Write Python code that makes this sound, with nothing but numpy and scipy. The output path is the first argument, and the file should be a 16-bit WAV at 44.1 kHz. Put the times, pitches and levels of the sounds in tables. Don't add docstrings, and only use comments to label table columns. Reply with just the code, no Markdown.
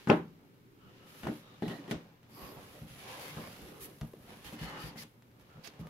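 import sys
import numpy as np
from scipy import signal
from scipy.fft import rfft, irfft, next_fast_len
from scipy.io import wavfile
from scipy.ndimage import uniform_filter1d

SR = 44100
rng = np.random.default_rng(int(sys.argv[2]) if len(sys.argv) > 2 else 0)


def gain_from_decibels(decibels):
    exponent = np.asarray(decibels, float) / 20
    return 10 ** exponent


def wrap_up_sound(samples):
    columns = np.atleast_2d(samples).T
    tamed = np.clip(columns, -1, 1)
    steps = np.round(tamed * 32767).astype(np.int16)
    wavfile.write(sys.argv[1], SR, steps)


N = 259749

# frequency in Hz, side minus mid in dB.
SIDE_SPREAD = [(60, -16), (110, -12), (200, -19), (380, -9), (700, -7), (1290, 0.5), (2380, 0.5),
               (4400, 0.5), (8120, 0), (15000, 0.5)]


def level(x, db):
    return x * gain_from_decibels(db) / np.sqrt(np.mean(x ** 2))


def curve(hz, table):
    points, values = np.transpose(table)
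    return np.interp(np.log(np.maximum(hz, 1)), np.log(points), values)


def colour(x, gain):
    size = next_fast_len(x.shape[-1])
    hz = np.arange(size // 2 + 1) * SR / size
    return irfft(rfft(x, size) * gain(hz), size)[..., :x.shape[-1]]


def split(x, edges_hz, order=3):
    bands = []
    for hz in edges_hz:
        lowpass = signal.butter(order, hz, fs=SR, output="sos")
        highpass = signal.butter(order, hz, "high", fs=SR, output="sos")
        bands.append(signal.sosfilt(lowpass, x))
        x = signal.sosfilt(highpass, x)
    return bands + [x]


def walk(rate):
    hold = int(SR / rate)
    steps = np.repeat(rng.standard_normal(N // hold + 1), hold)
    smooth = uniform_filter1d(uniform_filter1d(steps, hold), hold)
    return 0.478 * smooth[:N]


def ports(mid, side, table, pan_db=0):
    side = colour(side, lambda hz: gain_from_decibels(curve(hz, table)))
    return np.array([(mid + side) * gain_from_decibels(pan_db / 2), (mid - side) * gain_from_decibels(-pan_db / 2)])


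def hush():
    # frequency in Hz, density in dB per Hz.
    air = [(12, -29), (20, -4), (60, -11), (91, 0.5), (138, -3.5), (210, -8), (399, -3.5), (446, -6.5),
           (780, -19), (2020, -24.5), (2260, -21), (2460, -25), (9400, -38.5), (13500, -31), (16000, -34)]
    # frequency in Hz, side minus mid in dB.
    air_spread = [(60, -8), (110, -10), (200, -3.5), (380, -9), (700, 1.5), (1290, 4.5), (2380, -1),
                  (4400, 1.5), (8120, 1), (15000, 1.5)]
    # frequency in Hz, level in dB.
    hum = [
        (120.5, -70),
        (13318, -90),
        (14330, -104),
    ]
    noise = colour(rng.standard_normal((2, N)), lambda hz: gain_from_decibels(curve(hz, air)))
    bands = split(noise, [150, 400, 1200])
    wander_db = (0.73, 15.0, 1.9, 0.68)
    mid, side = level(sum(band * gain_from_decibels(db * walk(3.1)) for band, db in zip(bands, wander_db)), -66.5)
    s = np.arange(N) / SR
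    tones = 0
    for hz, db in hum:
        tones = tones + np.sqrt(2) * gain_from_decibels(db + 3.0 * walk(7.7)) * np.sin(2 * np.pi * hz * s)
    return ports(mid, side, air_spread) + tones


def fibres(rate, spread_db):
    size_db = spread_db * np.minimum(rng.exponential(size=N), 3)
    slips = (rng.random(N) < rate / SR) * gain_from_decibels(size_db)
    slips = uniform_filter1d(slips, size=24)
    return level(rng.standard_normal((2, N)) * (3 + level(slips, 0)), 0)


def table_top(x, damping=1):
    # frequency in Hz, level in dB, t60 in s.
    modes = [(121, -22, 0.5), (166.1, -15.5, 0.52), (197, -20, 0.4), (229, -10.5, 0.35), (261, -28.5, 0.89),
             (301, -10.5, 0.3), (400, -6.5, 0.17), (542, -15, 0.075), (612, -11.5, 0.22), (1455, -24, 0.2),
             (1081, -16, 0.2), (762, -20.5, 0.19), (1302, -24, .2), (955, -24, .2)]
    s = np.arange(SR // 2) / SR
    top = 0
    for hz, db, t60 in modes:
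        decay = np.exp(-np.log(1000) * damping * s / t60)
        top = top + gain_from_decibels(db) * np.sin(2 * np.pi * hz * s) * decay
    return signal.fftconvolve(np.atleast_2d(x), top[None], axes=1)[:, :N]


def dragging(now):
    # time in s, drag level in dB, brightness in dB.
    shuffle = [(0, -68.5, 6.5), (.07, -76.5, 8.5), (.4, -70, -9.5), (.7, -79, -5), (.86, -67.5, -5.5),
               (1.04, -72, 1.5), (1.2, -62.5, -10), (1.47, -65, -3), (1.61, -67, -2.5)]
    nudge = [(1.71, -48, -15), (1.8, -55, -9.5), (1.88, -59, -6), (2.0, -64, -4), (2.2, -75, -6)]
    turning = [(2.28, -70, -6), (2.44, -52, -6.5), (2.58, -62.5, -6.5), (2.86, -63.5, -14),
               (3.12, -58.5, 3), (3.3, -59.5, 4), (3.4, -53, -6)]
    settle = [(3.5, -57.5, -4), (3.62, -59.5, -4), (3.75, -61, -7.5), (3.87, -63, -5), (3.96, -66.5, -6)]
    grip = [(4.1, -68, -8), (4.2, -66, -8), (4.27, -63, -6), (4.3, -60.5, -3), (4.4, -62, -3),
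            (4.44, -61, -3), (4.46, -57, -3), (4.51, -59, -4)]
    lid = [(4.54, -55, -6.5), (4.575, -59, -5), (4.63, -53.5, -4.5), (4.78, -53, -3.5), (4.94, -56.5, -9),
           (5.03, -62.5, -11), (5.1, -78, -15)]
    leaving = [(5.3, -78, -12), (5.42, -68.5, -7), (5.6, -66, -5.5), (5.75, -69, -1.5), (5.85, -60.5, -9.5),
               (5.89, -64, -7)]
    s, press_db, bright_db = np.transpose(shuffle + nudge + turning + settle + grip + lid + leaving)
    return np.interp(now, s, press_db), np.interp(now, s, bright_db)


def brushing(now):
    # start in s, length in s, hiss in dB, scrape above hiss in dB, left minus right in dB.
    strokes = [(0, 0.057, -76, 3, -3), (.08, 0.096, -69.5, 7, -1), (0.199, 0.65, -86.5, -1.5, 1),
               (1.085, 0.31, -66, 3.5, 0), (1.633, 0.15, -69, 3, -2.5), (1.902, 0.022, -62, 6, -1),
               (2.3, .04, -74, -5, -1), (2.35, 0.17, -65.5, -10, -1.5), (2.545, 0.3, -67.5, 3, -1.5),
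               (2.877, 0.1, -66.5, 5.5, -1), (2.982, 0.075, -66, 6, -1), (3.075, .08, -63.5, 7, -1),
               (3.165, .03, -67, 4, -1), (3.197, 0.11, -57.5, -2, 1), (3.323, 0.21, -63, -2.5, -1),
               (3.53, 0.11, -64.5, -0.5, -1), (3.64, 0.079, -65, 0, -1), (3.728, .06, -67.5, -2, -1.5),
               (3.811, 0.048, -51.5, -7, -1.5), (3.88, 0.27, -71, -7, -1), (4.184, 0.36, -71.5, -10, -1),
               (4.447, 0.032, -58.5, 4, -3), (4.48, .03, -63, 4, -2), (4.521, 0.032, -63.5, 4, -1),
               (4.59, .02, -66, 6, 0), (4.615, 0.043, -61, 6.5, 0), (4.68, .03, -69, 6, 0),
               (4.801, 0.085, -63, 6, 0.5), (4.973, 0.035, -58.5, 2.5, 0.5), (5.015, 0.017, -60.5, 2.5, .5),
               (5.101, 0.43, -85, 1.5, -1), (5.397, .03, -77, 3, -5), (5.645, 0.035, -63.5, 6.5, -11),
               (5.8, 0.016, -69.5, 2, -4), (5.867, 0.0093, -70.5, -7, -3)]
    s, length, db, scrape_db, pan_db = np.transpose(strokes)[:, :, None]
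    early, late = np.maximum(s - now, 0), np.maximum(now - s - length, 0)
    attack_s, release_s = 0.0079 + 0.089 * length, 0.0071 + 0.089 * length
    fade_db = 10 * early / attack_s + 10 * late / release_s
    arch_db = 2.5 * np.clip(2 * (now - s) / length - 1, -1, 1) ** 2
    linger_db, linger_s = -12.5, 0.064
    linger = (late > 0) * gain_from_decibels(2 * (db + linger_db - 10 * late / linger_s))
    power = gain_from_decibels(2 * (db - arch_db - fade_db)) + linger
    hiss = np.sum(power, 0)
    pan = np.sum(power * pan_db, 0) / (hiss + gain_from_decibels(2 * -74))
    return np.sum(power * gain_from_decibels(2 * scrape_db), 0), hiss, pan


def singing(now):
    # start in s, length in s, frequency in Hz, width in Hz, level in dB. Panels that ring #
    # when struck, and a brief squeal near 1.9 kHz while the card scrapes.
    rings = [(.0998, .0015, 2550, 600, -27.5), (.104, .025, 2700, 1100, -46), (.106, .03, 1070, 60, -41),
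             (.104, .025, 560, 120, -33), (.1, .003, 5000, 900, -47), (.086, .01, 6500, 3000, -61),
             (1.2692, .003, 750, 401, -36.5), (1.285, .003, 500, 300, -41), (1.275, .02, 1900, 300, -59),
             (1.6228, .003, 550, 300, -41.5), (1.63, .04, 3700, 900, -62.5), (1.63, .05, 750, 200, -55.5),
             (1.68, .006, 2900, 900, -56), (1.624, .013, 1900, 250, -55), (1.655, .014, 1900, 120, -60),
             (1.703, .018, 1900, 120, -57), (1.728, .032, 1875, 90, -60), (1.778, .022, 1900, 100, -65),
             (1.70, .025, 3150, 300, -61.5), (1.70, .07, 4100, 600, -68), (1.72, .05, 700, 200, -58),
             (1.78, .04, 300, 40, -51), (1.88, .02, 1900, 150, -65), (1.878, .018, 3300, 300, -69),
             (1.912, .006, 2200, 1000, -45.5), (1.912, .007, 3700, 700, -52.5), (1.93, .03, 300, 35, -46),
             (4.137, .003, 460, 150, -47), (4.452, .035, 3110, 130, -63.5), (4.67, .008, 520, 100, -58),
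             (5.87, .006, 900, 200, -62.5)]
    sings = [(.81, .09, 1310, 130, -72), (1.0, .2, 1310, 78, -74.5), (.82, 0.242, 2900, 300, -77.5),
             (1.43, .14, 3680, 190, -75), (1.44, .14, 1250, 180, -72), (2.37, .15, 1120, 100, -63),
             (2.35, .16, 4800, 540, -69.5), (2.36, .19, 12300, 1200, -67.5), (2.36, .15, 12000, 600, -70),
             (2.92, .26, 10700, 600, -70.5), (3.0, 0.138, 2300, 160, -66.5), (3.23, .09, 2120, 130, -63),
             (3.1, 0.11, 1000, 100, -60), (3.3, .16, 1060, 150, -64), (3.05, .22, 780, 110, -60.5),
             (3.1, 0.11, 540, 56, -60), (3.13, .04, 1630, 100, -66), (3.21, 0.08, 4580, 150, -67),
             (3.26, .12, 3550, 150, -72), (3.4, .12, 4800, 410, -71), (3.31, .04, 164, 25, -55),
             (3.62, .3, 380, 107, -60), (4.66, .15, 850, 98, -58.5), (4.67, 0.1496, 1250, 120, -58.5),
             (4.62, .24, 1830, 140, -63), (4.59, .17, 2050, 140, -65), (4.74, .1, 1550, 170, -67),
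             (4.6, .24, 2950, 120, -63.5), (4.6, .1, 4400, 250, -65), (4.8, .1, 4700, 440, -63.5),
             (4.81, .08, 11500, 1600, -67.5), (4.96, .04, 2050, 200, -62), (4.98, .045, 4700, 1000, -58),
             (5.5, .1, 1350, 130, -71.5), (5.82, .07, 1200, 60, -69), (5.64, .04, 4800, 1200, -62),
             (5.645, .035, 1900, 150, -70), (5.645, .035, 2700, 300, -67), (5.66, 0.0153, 680, 90, -63),
             (5.81, .05, 166, 25, -51.5),
             (2.75, .035, 550, 210, -60), (2.31, .05, 4900, 400, -77), (2.6, .05, 1100, 150, -71),
               (3.15, 0.0079, 900, 500, -58), (3.372, .02, 1100, 600, -55.5),
               (4.98, .05, 6000, 1200, -64.5), (5.04, .03, 2500, 1500, -73), (5.005, .03, 11000, 1500, -66),
               (5.674, .002, 5500, 2500, -55.5), (5.68, .022, 4000, 2500, -67),
               (4.68, .1, 1400, 1200, -58.5), (4.02, 0.0301, 600, 300, -58.5), (5.15, .15, 230, 60, -69.5),
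               (.86, 0.029, 115, 30, -62), (2.9, 0.0804, 140, 40, -60), (2.42, .14, 380, 100, -60),
               (2.57, .03, 150, 40, -56), (3.74, .08, 1150, 150, -69), (4.28, .15, 10600, 500, -78),
               (3.38, .04, 550, 250, -54), (3.42, .06, 2200, 150, -67), (1.272, .04, 160, 40, -45),
               (1.63, .05, 155, 40, -43), (1.93, .04, 110, 40, -50), (5.56, .04, 150, 40, -58),
               (4.3, .012, 4000, 2000, -72), (3.72, .008, 400, 300, -55)]
    struck_side_db = -2.5
    steady = 0.5
    wander, wander_s = 0.02, 0.1
    out = np.zeros((2, N))
    rub = rng.standard_normal((2, N)) + 1j * rng.standard_normal((2, N))
    stray, hold = walk(9), gain_from_decibels(2.5 * walk(30))
    for k, (start, length, hz, width_hz, db) in enumerate(rings + sings):
        rise, fade = 0.0005 + 0.3 * length, 0.004 + 0.3 * length
        inside = (now > start - rise) & (now < start + length + fade)
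        t = now[inside] - start
        swell = np.clip(t / rise + 1, 0, 1) * np.clip((length - t) / fade + 1, 0, 1)
        keep = np.exp(-np.pi * 1.4 * width_hz / SR)
        own = (np.flatnonzero(inside) + k * SR // 3) % N
        noise = signal.lfilter([1], [1, -2 * keep, keep ** 2], rub[:, own])
        noise = noise / np.abs(noise) ** steady * swell ** 2 * hold[own]
        noise[1] *= gain_from_decibels(struck_side_db * (k < len(rings)))
        pitch = hz * (1 + wander * min(length / wander_s, 1) * stray[own])
        carrier = np.exp(2j * np.pi * np.cumsum(pitch) / SR)
        out[:, inside] += level(np.real(noise * carrier), db)
    return out


def rubbing():
    # frequency in Hz, density in dB per Hz.
    rub_colour = [(24, -40), (40, -20.5), (155, -4), (249, -4.5), (297, -0.5), (329, -3), (529, 1.5),
                  (630, -4.5), (810, -2.5), (1520, -15.5), (2150, -19.5), (2910, -19.5), (8340, -33.5),
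                  (11000, -23), (16000, -27)]
    rub_edges_hz = [110, 235, 1750, 7000]
    now = np.arange(N) / SR
    press_db, bright_db = dragging(now)
    scrape, hiss, pan = (np.interp(now, now[::32], v) for v in brushing(now[::32]))
    rumble = gain_from_decibels(-60 + 0.57 * (press_db + 60))
    drag = gain_from_decibels(press_db)
    card = drag * gain_from_decibels(bright_db)
    scrape = np.sqrt(card ** 2 + scrape)
    hiss = np.sqrt((card * gain_from_decibels(-15.5)) ** 2 + hiss)

    def rub_gain(hz):
        return gain_from_decibels(curve(hz, rub_colour) - 5.5 * np.clip(hz / 3000 - 4.2, 0, 1))

    contact = colour(fibres(900, 4.0), rub_gain)
    contact = contact + gain_from_decibels(-46.0) * table_top(contact)
    gap_s, gap_stray, gap_db = 0.0016, 0.5, -15.5
    late = (now - gap_s * (1 + gap_stray * walk(4))) * SR
    contact = contact + gain_from_decibels(gap_db) * np.array([np.interp(late, now * SR, c) for c in contact])
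    deep, low, *upper = split(contact, rub_edges_hz, order=4)
    hands_in_s = 2.5
    low = low + deep * gain_from_decibels(np.where(now < hands_in_s, -12, 1.5))
    catch, out = walk(12), singing(now)
    patches_db = (1.05, 6.9, 0.9, 0.62)
    for band, size, patchy_db in zip([low] + upper, (rumble, drag, scrape, hiss), patches_db):
        out = out + level(band, 0) * size * gain_from_decibels(1.47 * catch + patchy_db * walk(25.017))
    return ports(out[0], out[1], SIDE_SPREAD, pan)


def room(size=26000):
    # frequency in Hz, t60 in s.
    room_t60 = [(60, 0.18), (200, 0.3), (600, 0.22), (2000, 0.25), (5000, 0.25), (12000, 0.046)]
    s, tail = np.arange(size) / SR, 0
    edges_hz = 60 * 2 ** np.arange(8.)
    bands = split(rng.standard_normal((2, size)), edges_hz)
    for hz, band in zip(np.append(edges_hz / np.sqrt(2), 11000), bands):
        t60 = curve(hz, room_t60)
        tail = tail + band * np.exp(-np.log(1000) * s / t60) / np.sqrt(t60)
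    tail = tail * np.clip(s / 0.0026, 0, 1)
    return tail / np.sqrt(np.sum(tail[0] ** 2))


def causal(gain_db):
    cepstrum = irfft(gain_db * np.log(10) / 20)
    half = len(cepstrum) // 2
    cepstrum[1:half] *= 2
    cepstrum[half + 1:] = 0
    return irfft(np.exp(rfft(cepstrum)))


def blows(events, contact_s, rough, deep_db=-30, top_db=-6, size=2048):
    knock_hz = [40, 150, 350, 1200, 2800, 7500, 16000]
    push, s = np.zeros(N + 2 * size), np.arange(size) / SR
    hz = np.arange(size // 2 + 1) * SR / size
    for (start, db, thump, knock, tick), grit in zip(events, rng.standard_normal((len(events), size))):
        crack = knock + 0.39 * (tick - knock) + 3
        shape = list(zip(knock_hz, (thump + deep_db, thump, 0, knock, crack, tick, tick + top_db)))
        chatter = rfft(rough * grit * np.exp(-s / contact_s) - (s == 0))
        chatter = irfft(chatter / np.abs(chatter))
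        blow = np.convolve(causal(db + curve(hz, shape)), chatter * np.exp(-s / (4 * contact_s)))
        push[int(start * SR):][:len(blow)] += blow
    return push[:N]


def heard(push, tails, direct_db, table_db, table_hz, damping, room_db, room_hz, side_db, pan_db):
    soft = signal.sosfilt(signal.butter(2, table_hz, fs=SR, output="sos"), push)
    near = gain_from_decibels(direct_db) * push + gain_from_decibels(table_db) * table_top(soft, damping)[0]
    dull = signal.sosfilt(signal.butter(1, room_hz, fs=SR, output="sos"), push)
    mid, side = (gain_from_decibels(room_db) * signal.fftconvolve(dull, tail)[:N] for tail in tails)
    return ports(near + mid, gain_from_decibels(side_db) * np.roll(near, 3) + side, SIDE_SPREAD, pan_db)


def knocks():
    # start in s, body in dB per Hz near 350 Hz, heft in dB at 150 Hz,
    # hardness in dB at 1.2 kHz, edge in dB at 7.5 kHz.
    far_knocks = [(0.073, 14, 3.5, -10.5, -46.5), (0.0951, 20.5, 6, -9, -72),
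                  (0.0992, 28.5, -5.5, -10.5, -52), (1.233, 0, 6, -5, -30), (1.242, 1, -16, -16, -43),
                  (1.253, 5.5, -21, -15, -40.5), (1.27, 11.5, -1, -17, -38), (1.285, 12, 0.5, -19.5, -61),
                  (1.623, 15, 1, -26, -48), (1.681, 3.5, 11, -11.5, -27.5), (1.698, 3, 1, -14, -37),
                  (1.71, 1, 1, -12, -36), (1.879, 4.5, -2, -29, -39), (1.9115, 12, 6, -14, -28),
                  (2.23, -26.5, 11, -1, -19)]
    finger_taps = [(2.816, -6.5, 16.5, -31, -36), (2.959, -16, -2, -10, -25), (3.367, 5, 6.5, -17, -40),
                   (3.374, -7, -1, -4, -30), (3.45, -15, 0, -8, -25), (4.012, -4, 14, -8, -20),
                   (4.016, -3, 7, -7.5, -32), (4.028, -6, 15, -25, -45), (4.043, -9, 14, -25, -45),
                   (4.135, -4, -16, -20, -35), (4.168, -7, -5, -25, -40), (4.232, -9.5, -6, -25, -40),
                   (4.446, -12, -2, -7, -18), (4.527, 8, -6.5, -32, -45), (4.533, -22, 0, 0, -6),
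                   (4.588, -12.5, 0, -5, -25), (4.613, 1, 13.5, -20, -40), (4.707, -10, 0, -3, -28),
                   (4.778, -10, 0, -3, -28), (4.696, -12, -5, -5, -25), (4.837, -16.5, 26, 1, -11.5),
                   (4.958, -5, 5.5, -15, -40), (5.034, -6, 0.5, -8.5, -16.5), (5.223, -23.5, 6, 0.5, -16.5),
                   (5.315, -30, 4.5, -2, -16), (5.398, -27, 3, -2, -14), (5.57, -18.5, 18, -4, -39),
                   (5.674, -1, -10, -11.5, -30), (5.702, -18, -7, -1, -25), (5.738, -16.5, 5, -10, -26),
                   (5.795, 0, 12, -25, -48), (5.87, -11, 7, -4.5, -24)]
    tails = room()
    far = blows(far_knocks, contact_s=0.0029, rough=0.28)
    taps = blows(finger_taps, contact_s=0.00295, rough=0.38)
    far = heard(far, tails, direct_db=-5.5, table_db=-40.5, table_hz=1280, damping=1.14,
                room_db=4.5, room_hz=2800, side_db=-2.5, pan_db=-0.3)
    taps = heard(taps, tails, direct_db=-5.0, table_db=-34.5, table_hz=224, damping=1.42,
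                 room_db=-5, room_hz=3970, side_db=-8, pan_db=-0.2)
    return far + taps


def thuds(rise_s=0.0094, side_db=-5):
    # start in s, peak in dB, frequency in Hz, t60 in s.
    landings = [(0.076, -43, 78.4, 0.43), (0.844, -54.5, 189, 0.24), (1.234, -41, 72, 0.22),
                (1.915, -49, 65, 0.24), (2.42, -44.5, 60.4, 0.18), (2.57, -50, 111, 0.17),
                (2.82, -45, 69.6, .15), (2.90, -52, 60, 0.14), (3.366, -46, 70.4, 0.18),
                (3.618, -43, 60, 0.13), (3.81, -49, 62, 0.16), (3.818, -52, 151, .2),
                (4.012, -36, 59.4, 0.15), (4.19, -59, 60, 0.17), (4.45, -45, 60, 0.13),
                (4.615, -39.5, 55, 0.25), (4.837, -40, 60, 0.19), (5.42, -55.5, 60, 0.13),
                (5.801, -46, 70, 0.23)]
    out, s = np.zeros(N + SR), np.arange(SR // 2) / SR
    for start, db, hz, t60 in landings:
        decay = np.exp(-np.log(1000) * s / t60)
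        swing = np.sin(2 * np.pi * hz * s) * decay * (1 - np.exp(-s / rise_s))
        out[int(start * SR):][:len(s)] += gain_from_decibels(db) * swing
    side = gain_from_decibels(side_db) * np.roll(out, 150)
    return np.array([out + side, out - side])[:, :N]


def scene():
    return hush() + rubbing() + knocks() + thuds()


def top_cut(x):
    return signal.sosfilt(signal.butter(12, 16150, fs=SR, output="sos"), x)


def record(dry):
    top_hz = 15790
    cut = colour(dry, lambda hz: hz < top_hz)
    return top_cut(cut)


dry = scene()
out = record(dry)
wrap_up_sound(out)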